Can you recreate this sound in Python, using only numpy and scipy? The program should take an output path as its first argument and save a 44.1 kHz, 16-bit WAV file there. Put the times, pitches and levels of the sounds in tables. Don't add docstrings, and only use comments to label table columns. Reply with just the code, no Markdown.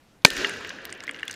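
import sys
import numpy as np
from scipy import signal
from scipy.fft import rfft, irfft
from scipy.io import wavfile
from scipy.ndimage import uniform_filter1d

SR = 44100
rng = np.random.default_rng(int(sys.argv[2]) if len(sys.argv) > 2 else 0)


def elevation(decibels):
    levels = np.asarray(decibels, float)
    return 10 ** (levels / 20)


def wrap_up_sound(samples):
    columns = np.atleast_2d(samples).T
    tamed = np.clip(columns, -1, 1)
    steps = np.round(tamed * 32767).astype(np.int16)
    wavfile.write(sys.argv[1], SR, steps)


N = 59535
BURST_S = 0.2486
GRAIN = 1024


def level(x, db):
    return x * elevation(db) / np.sqrt(np.mean(x ** 2))


def peak(x):
    return x / np.abs(x).max()


def lowpass(x, hz):
    return signal.lfilter(*signal.butter(2, hz, fs=SR), x)


def band(x, hz, width):
    hz = min(hz, 0.45 * SR)
    return signal.lfilter(*signal.iirpeak(hz, hz / width, fs=SR), x)


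def ring(t, hz, t60):
    decay = np.exp(-np.log(1000) * np.maximum(t, 0) / t60)
    return np.sin(2 * np.pi * hz * t) * decay * (t > 0)


def walk(rate):
    hold = int(SR / rate)
    steps = np.repeat(rng.standard_normal(N // hold + 1), hold)
    return 1.24 * uniform_filter1d(uniform_filter1d(steps, hold), hold)[:N]


def bands(colour, flicker_db, tilt_db=0):
    hz, db = np.array(colour).T
    octave = np.log2(np.arange(N // 2 + 1) * SR / N + 1)
    whole = rfft(rng.standard_normal(N)) * elevation(np.interp(octave, np.log2(hz), db))
    out = 0
    for centre in np.arange(4, 14.6, 0.5):
        window = np.cos(np.pi * np.clip(octave - centre, -0.5, 0.5)) ** 2
        above_2k = max(centre - np.log2(2000), 0)
        out = out + irfft(whole * window, N) * elevation(flicker_db * walk(24.85) + tilt_db * above_2k)
    return out


def add(out, when, sound, db):
    i = int(when * SR)
    out[i:i + len(sound)] += (peak(sound) * elevation(db))[:N - i]


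# (frequency [Hz], density [dB per Hz])
FOREST_COLOUR = [(25, -14.5), (60, -18), (160, -15), (320, -19), (1000, -27), (3400, -33), (15500, -47.5)]


def forest(t):
    return level(bands(FOREST_COLOUR, 1.6), -59) * elevation(-6 * (t > BURST_S))


# (time [s], length [s], pitch [Hz], level [dB])
PUFFS = [(.222, 0.0046, 3740, -61), (.2612, 0.0016, 5560, -24), (0.283, 0.0061, 386, -34),
         (0.336, 0.023, 40, -51), (0.395, 0.016, 38.4, -43.5), (0.43, 0.052, 330, -39),
         (0.407, 0.03, 1560, -37.5), (0.611, 0.006, 1140, -42), (.57, .03, 95, -52), (.67, .02, 70, -55),
         (.9, .07, 95, -64), (1.24, .02, 60, -63), (1.155, 0.01, 59.6, -58), (1.32, 0.043, 100, -59)]


def puffs(t):
    out = 0
    for when, length, hz, db in PUFFS:
        noise = band(band(rng.standard_normal(N), hz, hz), hz, hz * 0.5)
        out = out + level(noise, db) * np.exp(-((t - when) / length) ** 2)
    return out


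# (frequency [Hz], level [dB], t60 [s])
BLAST_MODES = [(183.4, -7.5, 0.03), (590, -4, 0.022), (978, 0.5, 0.012), (1548.7, -5.5, 0.023),
               (2264.5, -5, 0.021), (2830, -4, 0.0081), (3700, -1, 0.011), (4230, 3, 0.012)]
# (frequency [Hz], level [dB], t60 [s])
LONG_RINGS = [(273.2, -28.5, 0.21), (392.5, -33, 0.16), (1797, -29, 0.6), (1845, -41, 0.3)]


def blast(t):
    BLAST_DB, OVERLOAD_S = 19.5, 0.0048
    BITE_DB, BITE_S = -27, 0.0012
    s = t - BURST_S
    tear = level(band(rng.standard_normal(N), 2520, 4140), -6)
    wave = tear * (s > 0) * np.exp(-np.maximum(s, 0) / 0.0039)
    swell = np.clip(0.17 + s / 0.0012, 0, 1)
    for hz, db, t60 in BLAST_MODES:
        wave = wave - elevation(db) * ring(s, hz, t60) * (swell if hz < 3000 else 1)
    wave = wave + elevation(-4) * ring(s - 0.0026, 2350, 0.014)
    bite = BITE_DB * (1 - np.exp(-np.maximum(s - OVERLOAD_S, 0) / BITE_S))
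    capsule = lowpass(1.02 * np.tanh(wave * elevation(BLAST_DB + bite)), 7100)
    return capsule + sum(elevation(db) * ring(s, hz, t60) for hz, db, t60 in LONG_RINGS)


# (frequency [Hz], width [Hz], level [dB])
HOUSING = [(406, 360, 0), (1097, 124, 2), (1546, 300, -1), (2108, 326, 5.5), (2840, 194, -2),
           (3400, 300, -4), (4540, 900, -40)]


def housing(x, narrow=0.8):
    out = 0
    for k, (hz, width, db) in enumerate(HOUSING):
        out = out + (-1) ** k * elevation(db) * band(x, hz, width * narrow)
    return out


def patter(t):
    HITS_PER_S, HIT_S = 350, 0.0009
    SCATTER_DB, SCATTER_CAP_DB = 5, 12
    GROWS_DB_PER_S, LEVEL_AT_3_S_DB, LEAF_DB = 10, -40, -9
    chance = rng.random((2, N))
    scatter = np.minimum(-SCATTER_DB * np.log(chance[1] + 1e-9), SCATTER_CAP_DB)
    size = elevation(scatter + LEVEL_AT_3_S_DB + GROWS_DB_PER_S * (t - 3))
    hits = (chance[0] < HITS_PER_S / SR) * size * (t > BURST_S)
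    envelope = signal.lfilter([1], [1, -np.exp(-1 / (HIT_S * SR))], hits)
    grit = rng.standard_normal(N) * envelope
    leaves = band(band(grit, 6500, 8000), 6500, 8000)
    return elevation(LEAF_DB) * leaves + housing(grit, 0.55)


# (time [s], level [dB], brightness above 2 kHz [dB per octave])
ECHO = [(0.253, -45, -12), (.2565, -22.5, -9), (.262, -30, 6), (0.269, -33.5, 6.5), (.285, -40.5, 6),
        (.3, -50, 7), (0.311, -35, 2.5), (.35, -38.5, 4.5), (0.412, -32, 2.5), (.5, -37, 2), (.66, -41, -1),
        (.9, -44.5, -5), (1.1, -46, -7), (1.35, -46.5, -1.5)]
# (frequency [Hz], density [dB per Hz])
ECHO_COLOUR = [(40, -25.5), (90, -15), (300, -7), (540, -9), (740, -16), (1260, -12), (1750, -4),
               (2500, -9), (7200, -24), (8000, -33), (15500, -50.5)]


def echo(t):
    when, db, tilt = np.array(ECHO).T
    air = bands(ECHO_COLOUR, 1.7, np.interp(t, when, tilt))
    air = air / np.std(air[N // 2:])
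    boxed = housing(air)
    boxed = elevation(-8) * boxed / np.std(boxed[N // 2:])
    return (air + boxed) * elevation(np.interp(t, when, db)) * (t > when[0])


# (time [s], peak level [dB], pitch [Hz], top end [dB])
SPRAY = [(0.2636, -20, 4300, -20), (0.2853, -24, 7700, -20), (0.3037, -10, 4360, -15),
         (0.335, -27, 9000, -5), (0.3667, -16, 4740, -12), (0.3777, -21, 3800, -10),
         (0.4709, -21, 5160, -18), (0.4942, -22.5, 7600, -16), (0.537, -30, 5020, -22.5),
         (0.5694, -27.5, 3890, -20), (0.6084, -42, 9300, -20.5), (0.648, -31.5, 4660, -14),
         (0.6736, -36, 5620, -6), (0.6929, -21, 4500, -26), (0.6965, -37, 9600, -3),
         (0.7344, -48, 9300, -10), (0.762, -44, 7000, -9), (0.7744, -52, 4060, 8), (0.8184, -46, 8000, -13),
         (0.8454, -44, 7000, -12), (0.853, -19, 3890, -4), (0.8716, -40, 4210, -17)]
# (time [s], peak level [dB], pitch [Hz], top end [dB])
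FALL = [(0.8949, -31, 4540, -35), (0.902, -31.5, 4670, -17), (0.911, -44, 4530, -1),
        (0.9263, -20, 6600, -29), (0.9394, -42, 7500, -10), (0.9504, -40, 4380, -11),
        (0.9754, -45, 8000, -6), (1.0046, -26, 4280, -24), (1.0204, -46, 5500, -12),
        (1.0277, -40, 5970, -15), (1.0375, -27.5, 6050, -21), (1.045, -38, 5840, -5),
        (1.0604, -54, 4020, -16), (1.0688, -31.5, 4400, -18), (1.0782, -34, 4200, -18),
        (1.0935, -38, 6500, -18), (1.1112, -28.5, 7040, -17), (1.136, -41, 5520, -14),
        (1.1453, -30, 4130, -29), (1.1534, -42, 7000, -8), (1.1624, -36, 4970, -25),
        (1.189, -45, 8500, -10), (1.2316, -34, 5500, -18), (1.253, -39, 4040, 7), (1.28, -20, 4870, -14),
        (1.2964, -33, 5000, -16), (1.3111, -21.5, 6230, -20), (1.32, -31, 4800, -23),
        (1.3284, -27.5, 4800, -15), (1.3404, -27.5, 5000, -12), (1.0845, -42, 7500, -15),
        (1.1715, -44, 7000, -15), (1.1955, -40, 6000, -15), (1.2065, -45, 6500, -15),
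        (1.2275, -42, 7000, -10), (1.29, -42, 6500, -15), (1.3165, -42, 9000, -3), (1.3455, -37, 5500, -13),
        (.7875, -48, 6500, -15)]


def ticks():
    def leaf(push, hz, spread):
        edges = [hz / spread, min(hz * spread, 0.45 * SR)]
        return peak(signal.lfilter(*signal.butter(3, edges, "band", fs=SR), push))

    out, s = np.zeros(N), np.arange(GRAIN) / SR
    decay = np.exp(-s / 0.0012) + elevation(-18) * np.exp(-s / 0.005)
    envelope = decay * np.minimum(s / 0.00031, 1)
    for when, db, hz, top_db in list(SPRAY) + list(FALL):
        noise = rng.standard_normal(GRAIN)
        push = (noise + 2 * np.sign(noise) * (s < 0.0004)) * envelope
        body = leaf(push, hz, 1.39)
        top = leaf(push, 11400, 1.45)
        add(out, when, body + elevation(top_db + 6) * top, db - 2)
    return out


# (time [s], peak level [dB], pitch of the dull part [Hz], upper modes [dB])
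KNOCKS = [(0.3678, -19.5, 1900, -2), (0.4457, -17, 1870, -5), (0.4943, -21.5, 2010, 1),
          (0.5378, -24.5, 2000, -2), (0.6468, -22.5, 1960, -15), (0.7041, -21.5, 1870, -13.5),
          (0.7854, -29, 1810, -31), (0.851, -25.5, 2030, -15), (0.892, -32, 1390, -17),
          (0.9243, -25.5, 2200, -35), (1.0041, -25.5, 2140, 10), (1.0359, -31, 1220, -13.5),
          (1.0782, -27, 2160, -17), (1.0919, -25, 2300, -13), (1.11, -29, 2300, -22),
          (1.1442, -26, 1960, -9), (1.155, -37, 2080, -17), (1.1606, -33, 1430, -11),
          (1.1692, -39, 2030, -10), (1.1885, -30.5, 1720, -10), (1.1947, -28.5, 1800, -9),
          (1.2047, -33, 1730, -11), (1.2177, -40, 1440, -12), (1.2306, -26.5, 1930, -17),
          (1.278, -22.5, 2480, 17), (1.296, -23.5, 1695, -12.5), (1.3064, -30.5, 1600, -7),
          (1.3404, -30, 1690, -5)]


def knocks():
    def struck(push, hz):
        near = band(band(push, hz, hz * 0.38), hz, hz)
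        return peak(housing(near, 0.49)) + elevation(-6.5) * peak(near)

    FIRST_KNOCK = (0.3, -22, 1696, -6)
    out, s = np.zeros(N), np.arange(GRAIN) / SR
    envelope = np.exp(-s / 0.0013) * np.minimum(s / 0.00039, 1)
    for when, db, hz, upper_db in list(KNOCKS) + [FIRST_KNOCK]:
        push = rng.standard_normal(GRAIN) * envelope
        sound = struck(push, hz) + elevation(upper_db + 13) * struck(push, 2790)
        add(out, when, lowpass(sound, 5000), db - 1.5)
    return out


# (time [s], peak level [dB], frequency [Hz], rise [s], t60 [s])
LUMPS = [(.4457, -4, 1900, .0019, .008), (.4454, -9, 3150, .0016, .008), (.4458, -20, 2821, .001, .04),
         (.4498, -14, 1700, .0011, .008), (.4464, -31, 6200, .001, .008), (.4455, -32, 4300, .0008, .01),
         (.4456, -20, 1350, .001, .008), (1.0783, -19, 2050, .001, .008), (1.0838, -34, 1650, .001, .012),
         (1.0924, -18, 2200, .0018, .01), (1.0926, -26, 3250, .0015, .011),
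         (1.0942, -23, 1650, .0016, .013), (1.095, -34, 1200, .001, .015), (1.093, -42, 4500, 0.0011, .012),
         (1.2302, -16, 1800, .0013, .01), (1.2304, -29, 2856, .001, .018),
         (1.144, -34, 2830, 0.0012, 0.026), (.3672, -31, 2250, .001, .015), (.385, -38, 278, .04, .35),
         (.395, -34, 408, .05, .4), (.36, -42, 1625, .03, .3), (1.093, -44, 284, .01, .12)]


def lumps(t):
    out = 0
    for when, db, hz, rise, t60 in LUMPS:
        s = t - when
        swell = np.sin(np.pi / 2 * np.clip(s / rise, 0, 1)) ** 2
        out = out + 2 * elevation(db) * ring(s, hz, t60) * swell
    return out


def scene():
    t = np.arange(N) / SR
    mix = forest(t) + puffs(t) + blast(t) + patter(t) + echo(t) + ticks() + knocks() + lumps(t)
    return mix[None]


def low_pass(x):
    return signal.sosfilt(signal.butter(12, 16320, fs=SR, output="sos"), x)


def record(dry):
    top_cut = signal.butter(6, 15600, fs=SR, output="sos")
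    mix = dry
    for _ in range(2):
        mix = signal.sosfiltfilt(top_cut, np.clip(mix, -0.97, 0.97))
    return low_pass(mix)


dry = scene()
out = record(dry)
wrap_up_sound(out)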